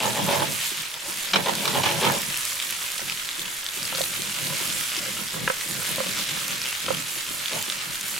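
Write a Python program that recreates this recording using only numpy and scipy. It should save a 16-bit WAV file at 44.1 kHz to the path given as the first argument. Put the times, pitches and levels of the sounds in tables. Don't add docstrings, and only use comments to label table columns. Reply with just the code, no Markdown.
import sys
import numpy as np
from scipy import signal
from scipy.fft import rfft, irfft, next_fast_len
from scipy.io import wavfile
from scipy.ndimage import map_coordinates

SR = 44100
rng = np.random.default_rng(int(sys.argv[2]) if len(sys.argv) > 2 else 0)


def persist_wave(psi):
    counts = np.round(np.clip(psi, -1, 1) * 32767).astype(np.int16)
    wavfile.write(sys.argv[1], SR, np.atleast_2d(counts).T)


def voltage_ratio(decibels):
    exponent = np.asarray(decibels, float) / 20
    return 10 ** exponent


N = 361253


def unit(x):
    return x / np.sqrt(np.mean(x ** 2) + 1e-20)


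def along(points, hz):
    point_hz, point_db = np.transpose(points)
    return voltage_ratio(np.interp(np.log(hz + 1), np.log(point_hz + 1), point_db))


def curves(rows):
    s, *columns = np.transpose(rows)
    return [np.interp(np.arange(N) / SR, s, column, -120, -120) for column in columns]


def wobble(rate):
    knots = rng.standard_normal(int(N * rate / SR) + 4)
    return map_coordinates(knots, [np.arange(N) * rate / SR])


def filtered(x, response):
    m = next_fast_len(N + SR // 4)
    return irfft(rfft(x, m) * response(np.fft.rfftfreq(m, 1 / SR)), m)[..., :N]


def body(modes):
    def response(f):
        total = 0
        for k, (centre, width, db) in enumerate(modes):
            damping = 1j * f * width
            total = total + (-1) ** k * voltage_ratio(db) * damping / (centre * centre - f * f + damping)
        return total
    return response


def crackle(count, spread_db, hiss):
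    when, size, sign = rng.random((count, 3)).T
    impacts = voltage_ratio(-spread_db * np.log(size + .02)) * np.sign(sign - .5)
    spikes = np.bincount((when * N).astype(int), impacts, N)
    return unit(unit(spikes) + hiss * rng.standard_normal(N))


def bursts(times, levels_db, t60s):
    out, t = np.zeros(N + SR), np.arange(SR // 4) / SR
    for s, db, t60 in zip(times, levels_db, t60s):
        decay = voltage_ratio(db - 60 * t / max(t60, 1e-3))
        out[round(s * SR):][:len(t)] += decay * rng.standard_normal(len(t))
    return out[:N]


def bubbles(count, centre_hz, octaves, cycles, spread_db):
    when, size = rng.random((count, 2)).T
    hz = np.clip(centre_hz * 2 ** (octaves * rng.standard_normal(count)), 900, 15000)[:, None]
    step = np.arange(160)
    start_db = -spread_db * np.log(size + 0.01)[:, None]
    ring = voltage_ratio(start_db - 40 * step / SR * hz / cycles) * np.sin(2 * np.pi * hz * step / SR)
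    at = (when * N).astype(int)[:, None] + step
    return unit(np.bincount(at.ravel(), ring.ravel(), N + 160)[:N])


def strokes(starts, levels_db, builds, holds, settles):
    gain, t = np.zeros(N), np.arange(N) / SR
    for s, db, build, hold in zip(starts, levels_db, np.broadcast_to(builds, len(starts)), holds):
        first, last = s - 3 * abs(build), s + abs(hold) + 3 * settles
        near = slice(max(0, round(first * SR)), round(last * SR))
        early = np.maximum(s - t[near], 0)
        late = np.maximum(t[near] - s - abs(hold), 0)
        gain[near] += voltage_ratio(db - 20 * early / abs(build) - 20 * late / settles)
    return gain


def frying():
    # start_s, steam_db, spray_over_sizzle_db
    fry = [(0.0, -35.5, 1), (0.63, -30.5, -1), (0.97, -38, -5), (1.09, -34.5, -0.5), (1.4, -34.5, -3.5),
           (1.62, -31, -1), (2.45, -33, -0.5), (3.45, -35.5, -2.5), (4.05, -33.5, 0), (4.75, -31.5, -0.5),
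           (5.35, -35, -2.5), (5.75, -33, 0), (6.05, -30.5, -3.5), (6.73, -32, -4.5), (7.15, -35, -1),
           (7.58, -32, -2.5), (7.87, -35, -3.5), (8.19, -34.5, 2)]
    # hz, level_db (per Hz)
    sizzle_colour = [(290, -42), (500, -21), (564, -5.5), (719, -23.5), (949, -6.5), (1110, -8.5),
                     (1380, -5), (1980, -3), (2130, -0.5), (3380, 1), (9000, -9.5), (11700, -33),
                     (19800, -120)]
    # hz, level_db (per Hz)
    spray_colour = [(3500, -9), (5500, -4.5), (7000, 0.5), (8600, -0.5), (10200, 0.5), (12200, -3),
                    (14200, -6.5), (15900, -13)]
    sizzle_db, open_db = curves(fry)
    spray_db = sizzle_db + open_db

    sizzle = crackle(count=14000, spread_db=6.0, hiss=0.97)
    sizzle = unit(filtered(sizzle, lambda hz: along(sizzle_colour, hz)))
    sizzle += voltage_ratio(-9.0) * bubbles(count=2500, centre_hz=3030, octaves=0.17, cycles=5.8, spread_db=5.5)

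    spray = crackle(count=24000, spread_db=5.0, hiss=0.51)
    spray = unit(filtered(spray, lambda hz: along(spray_colour, hz)))
    spray += voltage_ratio(-5.0) * bubbles(count=3000, centre_hz=7970, octaves=0.322, cycles=23, spread_db=3.5)

    sizzle_gain = voltage_ratio(sizzle_db - 4.0 + 0.2 * wobble(14) + 1.05 * wobble(45))
    spray_gain = voltage_ratio(spray_db - 5.0 + 0.36 * wobble(12) + 1.25 * wobble(30))
    return sizzle_gain * sizzle + spray_gain * spray


def all_pops(count):
    # start_s, cavity_db, pitch_hz
    largest = [(0.0038, -19, 2630), (0.4322, -20.5, 3140), (0.5215, -22, 6290), (0.9415, -21.5, 3520),
               (1.234, -24, 3770), (1.4618, -18, 3600), (1.6556, -12, 3750), (1.839, -23, 3030),
               (2.043, -22, 1600), (2.343, -19, 2630), (2.4529, -19, 5800), (2.6007, -14.5, 3480),
               (2.9803, -19, 6070), (3.098, -16, 2500), (3.2898, -17, 3540), (3.3944, -16.5, 3480),
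               (3.6647, -15, 3500), (3.83, -18, 4720), (3.9501, -19, 4230), (4.016, -14, 3720),
               (4.7022, -16, 3270), (4.9663, -18.5, 5300), (5.611, -20, 1940), (6.6173, -16, 5400),
               (6.6644, -18.5, 2970), (6.864, -19, 3050), (6.9475, -20, 3180), (7.4587, -17, 3370),
               (7.533, -19, 3880), (7.6999, -12.5, 3650)]
    when = rng.random(count) * (N / SR)
    size, pitch = rng.standard_normal((count, 2)).T
    small = [when, -26 + 1.9 * size, 3420 * 2 ** (.3 * pitch)]
    return np.vstack([largest, np.transpose(small)])


def pops(rows):
    out, t = np.zeros(N + SR), np.arange(400) / SR
    for s, db, hz in rows:
        film = 0.24 * np.convolve(rng.standard_normal(len(t)), np.hanning(7), "same")
        cavity = np.sin(2 * np.pi * hz * t)
        out[round(s * SR):][:len(t)] += voltage_ratio(db + 3.5 - 60 * t * hz / 18) * (cavity + film)
    return filtered(out[:N], lambda hz: (1j * hz / (1j * hz + 1100)) ** 3)


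def spatter(rows):
    # start_s, crack_db
    spits = [(0.6681, -21), (0.7714, -15), (0.82, -16), (1.141, -15), (1.1725, -13), (1.4245, -23),
             (1.553, -12), (1.747, -18), (2.0513, -14), (2.1218, -9), (2.218, -12), (2.374, -10.5),
             (2.4524, -9), (2.7083, -12), (2.9182, -13.5), (3.6439, -16), (4.2206, -14), (4.409, -21),
             (4.469, -14), (4.8106, -11), (4.8398, -14), (5.611, -27), (5.9597, -12), (6.4816, -11),
             (7.626, -10), (7.9965, -30), (8.0116, -13), (8.04, -21.5), (8.0828, -13)]
    s, db = np.transpose(spits)
    tear_db = rows[:, 1] - 11
    small_spit_db = -26 + 2.0 * rng.standard_normal(len(rows))
    s = np.append(s, rows[:, 0])
    db = np.append(db, np.maximum(tear_db, small_spit_db))
    colour = lambda hz: (1j * hz / (1j * hz + 3500)) ** 2 / (1 + 1j * hz / 11000) ** 2
    return filtered(bursts(s, db + 1.5, np.full(len(s), .005)), colour)


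def grate():
    # start_s, scrape_db, build_s, hold_s, steel_edge_over_scrape_db
    drags = [(0.0, -26, .02, .06, -5.5), (0.168, -25.5, .05, 0.024, -6.5), (0.291, -22, 0.042, 0.047, -9),
             (0.4, -25, 0.018, 0.0069, -23), (0.938, -42, 0.019, .001, 3), (1.036, -42, .02, 0.026, -14),
             (1.277, -43.5, 0.25, .03, -11), (1.337, -26.5, 0.0069, 0.041, -5),
             (1.46, -22, .006, .015, -15), (1.645, -30.5, 0.11, 0.025, -12),
             (1.754, -22, 0.047, 0.016, -24), (1.838, -25, .005, 0.063, -18),
             (2.036, -19.5, .07, 0.013, -4), (2.085, -32.5, .05, 0.079, -14),
             (7.524, -34, 0.035, 0.034, -4)]
    # start_s, rumble_db, hold_s
    jolts = [(0.0, -34.5, 0.21), (0.25, -35.5, 0.24), (0.775, -52, .02), (1.085, -52, .08),
             (1.347, -28.5, .001), (1.504, -40, 0.11), (1.66, -36.5, .04), (1.75, -31, .01),
             (1.855, -35, 0.1), (2.045, -31, 0.052), (2.22, -47, 0.1), (2.684, -51, .01),
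             (3.022, -50.5, 0.095), (3.395, -46, .01), (3.8, -45, 0.3), (4.19, -45.5, 0.094),
             (4.656, -43, 0.11), (4.39, -39.5, .15), (4.985, -43.5, 0.22), (5.349, -35.5, .08),
             (5.663, -41, 0.14), (5.893, -41.5, .3), (6.292, -45, 0.3), (6.851, -38.5, .11),
             (7.165, -53, .1), (7.317, -44.5, .02), (7.523, -40, 0.036), (7.71, -49, .03),
             (7.865, -44, .01), (8.01, -54, 0.17)]
    # start_s, peak_db, t60_s
    clanks = [
        (1.3338, -12, 0.084),
        (1.459, -32, 0.041),
        (1.6532, -24, 0.14),
        (1.7472, -23, 0.06),
        (1.8333, -20.5, 0.18),
        (1.8884, -20.5, 0.064),
    ]
    # centre_hz, width_hz, level_db
    grate_modes = [(152, 81, -9), (438, 146, -0.5), (569.7, 19.6, 7.5), (648, 32, 0), (861, 66, 3),
                   (1013, 108, -0.5), (1380, 760, -8.5), (1735, 510, -5), (2400, 1000, -8.5),
                   (2970, 1330, -9)]
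    steel_modes = [(910, 450, 2), (1790, 610, -3.5), (2260, 300, 4.5), (3260, 470, 3.5), (3960, 350, 2.5),
                   (5480, 1200, -5.5)]
    stove_modes = [(102.6, 30, -7), (151, 27.6, 0.5), (201, 40, 0.5), (322, 109, -6.5), (542, 147, -8)]
    rattle = unit(filtered(crackle(count=8000, spread_db=3.0, hiss=1.0), body(grate_modes)))
    grind = unit(filtered(crackle(count=8000, spread_db=8.0, hiss=1.0), body(steel_modes)))
    rumble = unit(filtered(crackle(count=3000, spread_db=2.5, hiss=0.74), body(stove_modes)))

    s, db, build, hold, edge_db = np.transpose(drags)
    drag = strokes(s, db - 5.0, build, hold, settles=0.08) * rattle
    drag += strokes(s, db + edge_db - 5.0, build, hold, settles=0.08) * grind
    s, db, hold = np.transpose(jolts)
    shake = strokes(s, db - 3.5, 0.042, hold, settles=0.13) * rumble
    s, db, t60 = np.transpose(clanks)
    return drag + shake + filtered(bursts(s, db + 4.5, t60), body(steel_modes))


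def spatula():
    # start_s, peak_db, blade_click_db, rim_db
    taps = [(2.993, -42, 11, 9.5), (3.925, -30.5, -5, 4), (3.984, -21, -14, -15), (4.501, -24, -10, -13),
            (4.6, -33.5, -9, -4), (5.058, -25, -5, -22), (5.168, -36.5, 7.5, -2), (5.341, -30.5, -5, -7),
            (5.476, -14.5, 0.5, -10), (5.689, -39, -3, -10), (5.799, -24, -14, -21),
            (5.884, -30.5, -4, -13), (5.981, -17, -22, -13), (6.039, -23, -8, -15), (6.169, -40, 8, -9),
            (6.37, -31, -9, -11), (6.882, -14.5, -22, -9), (7.509, -41, 12, -7)]
    # centre_hz, width_hz, level_db
    bowl_modes = [(156, 44, -42), (531, 29.4, 8), (2180, 150, -24)]
    rim_modes = [(740, 640, -1.5), (993, 73, 10), (1350, 120, -3)]
    blade_modes = [(1337, 59, 5), (1720, 240, 0), (2060, 180, -3), (2500, 910, -4), (2860, 220, 1),
                   (3840, 200, -26)]
    s, db, click_db, rim_db = np.transpose(taps)
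    at = np.round((s + 0.00075) * SR).astype(int)

    def blow(level_db):
        return np.bincount(at, voltage_ratio(level_db), N) + bursts(s, level_db - 12.0, np.full(len(s), .015))

    soft = lambda hz: 1 / (1 + 1j * hz / 3000)
    bounce = lambda hz: 1 + .5 * np.exp(-2j * np.pi * hz * 0.00245)
    blade = filtered(blow(db + click_db + 26.5), lambda hz: body(blade_modes)(hz) * bounce(hz) * soft(hz))
    bowl = filtered(blow(db + 31.5), body(bowl_modes))
    rim = filtered(blow(db + rim_db + 26.5), body(rim_modes))
    return bowl, rim + blade


def table():
    # start_s, peak_db
    knocks = [(0.717, -38), (1.08, -37), (2.653, -45), (3.019, -38.5), (3.38, -38), (3.77, -34.5),
              (4.192, -35.5), (4.608, -37), (4.974, -36.5), (5.347, -35), (5.708, -38.5), (6.319, -47),
              (6.535, -40), (7.162, -40), (7.306, -38), (7.677, -36.5)]
    # centre_hz, width_hz, level_db
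    table_modes = [(130, 40, -28), (203, 50, -3), (355, 58, 7.5)]
    s, db = np.transpose(knocks)
    t60s = np.full(len(s), .07)
    return np.array([filtered(bursts(s, db + 18.0, t60s), body(table_modes)) for _ in range(2)])


def air():
    # hz, level_db (per Hz)
    air_colour = [(20, 3.5), (45, -9), (62, 7), (80, -33), (200, -8), (350, -2), (700, -11.5), (1000, -5),
                  (1500, 0.5), (2200, 3.5), (3300, -120)]
    murmur = filtered(rng.standard_normal((2, N)), lambda hz: along(air_colour, hz))
    return voltage_ratio(-50 + 2.5 + 1.7 * wobble(3.8)) * unit(murmur)


def far_pair(x):
    lateness = (.0245, .0223)
    # hz, level_db
    left_colour = [(100, 4.5), (500, -4.5), (1300, -1.5), (3000, 2), (8000, -2.5), (15000, -8)]
    right_colour = [(100, 0.5), (500, 2), (1300, 8.5), (3000, 0), (8000, 2.5), (15000, 11)]
    hop, t = 1024, np.arange(512) / SR
    fade = np.sin(np.pi * (np.arange(2 * hop) + .5) / (2 * hop))
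    padded = np.pad(x, (hop, 2 * hop))
    starts = np.arange(0, N + hop, hop)
    pieces = padded[starts[:, None] + np.arange(2 * hop)] * fade
    sides = []
    for late_s, colour in zip(lateness, (left_colour, right_colour)):
        paths = voltage_ratio(-60 * t / 0.0044) * rng.standard_normal((len(starts), len(t)))
        paths = irfft(np.exp(1j * np.angle(rfft(paths))))
        paths = paths * voltage_ratio(-60 * t / 0.04)
        paths = paths / np.linalg.norm(paths, axis=1, keepdims=True)
        heard = signal.fftconvolve(pieces, paths, axes=1)
        at = starts[:, None] + np.arange(heard.shape[1]) + round(late_s * SR)
        side = np.bincount(at.ravel(), heard.ravel())[hop:][:N]
        sides.append(filtered(side, lambda hz: along(colour, hz)))
    return np.array(sides)


def scene():
    # hz, level_db
    near_colour = [(100, -4), (500, 0), (1300, 2), (15000, 2)]
    bowl, edge = spatula()
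    burst = all_pops(count=60)
    cooking = frying() + pops(burst) + grate()
    near = cooking + edge + spatter(burst) + voltage_ratio(-8.0) * bowl
    near = filtered(near, lambda hz: along(near_colour, hz))
    far = far_pair(cooking + bowl + voltage_ratio(-3.0) * edge)
    cut = lambda hz: (1j * hz) ** 2 / ((1j * hz) ** 2 + 1j * hz * 80 + 98 ** 2)
    close_sounds = filtered(near + far + table(), lambda hz: cut(hz) ** 2)
    return close_sounds + voltage_ratio([[4.0], [-4.0]]) * air()


def top_cut(x):
    return signal.sosfilt(signal.butter(12, 16310, fs=SR, output="sos"), x)


def record(dry):
    held = dry / (1 + np.abs(dry / .62) ** 4) ** (1 / 4)
    mix = filtered(held, lambda hz: hz < 15950)
    return top_cut(mix)


dry = scene()
out = record(dry)
persist_wave(out)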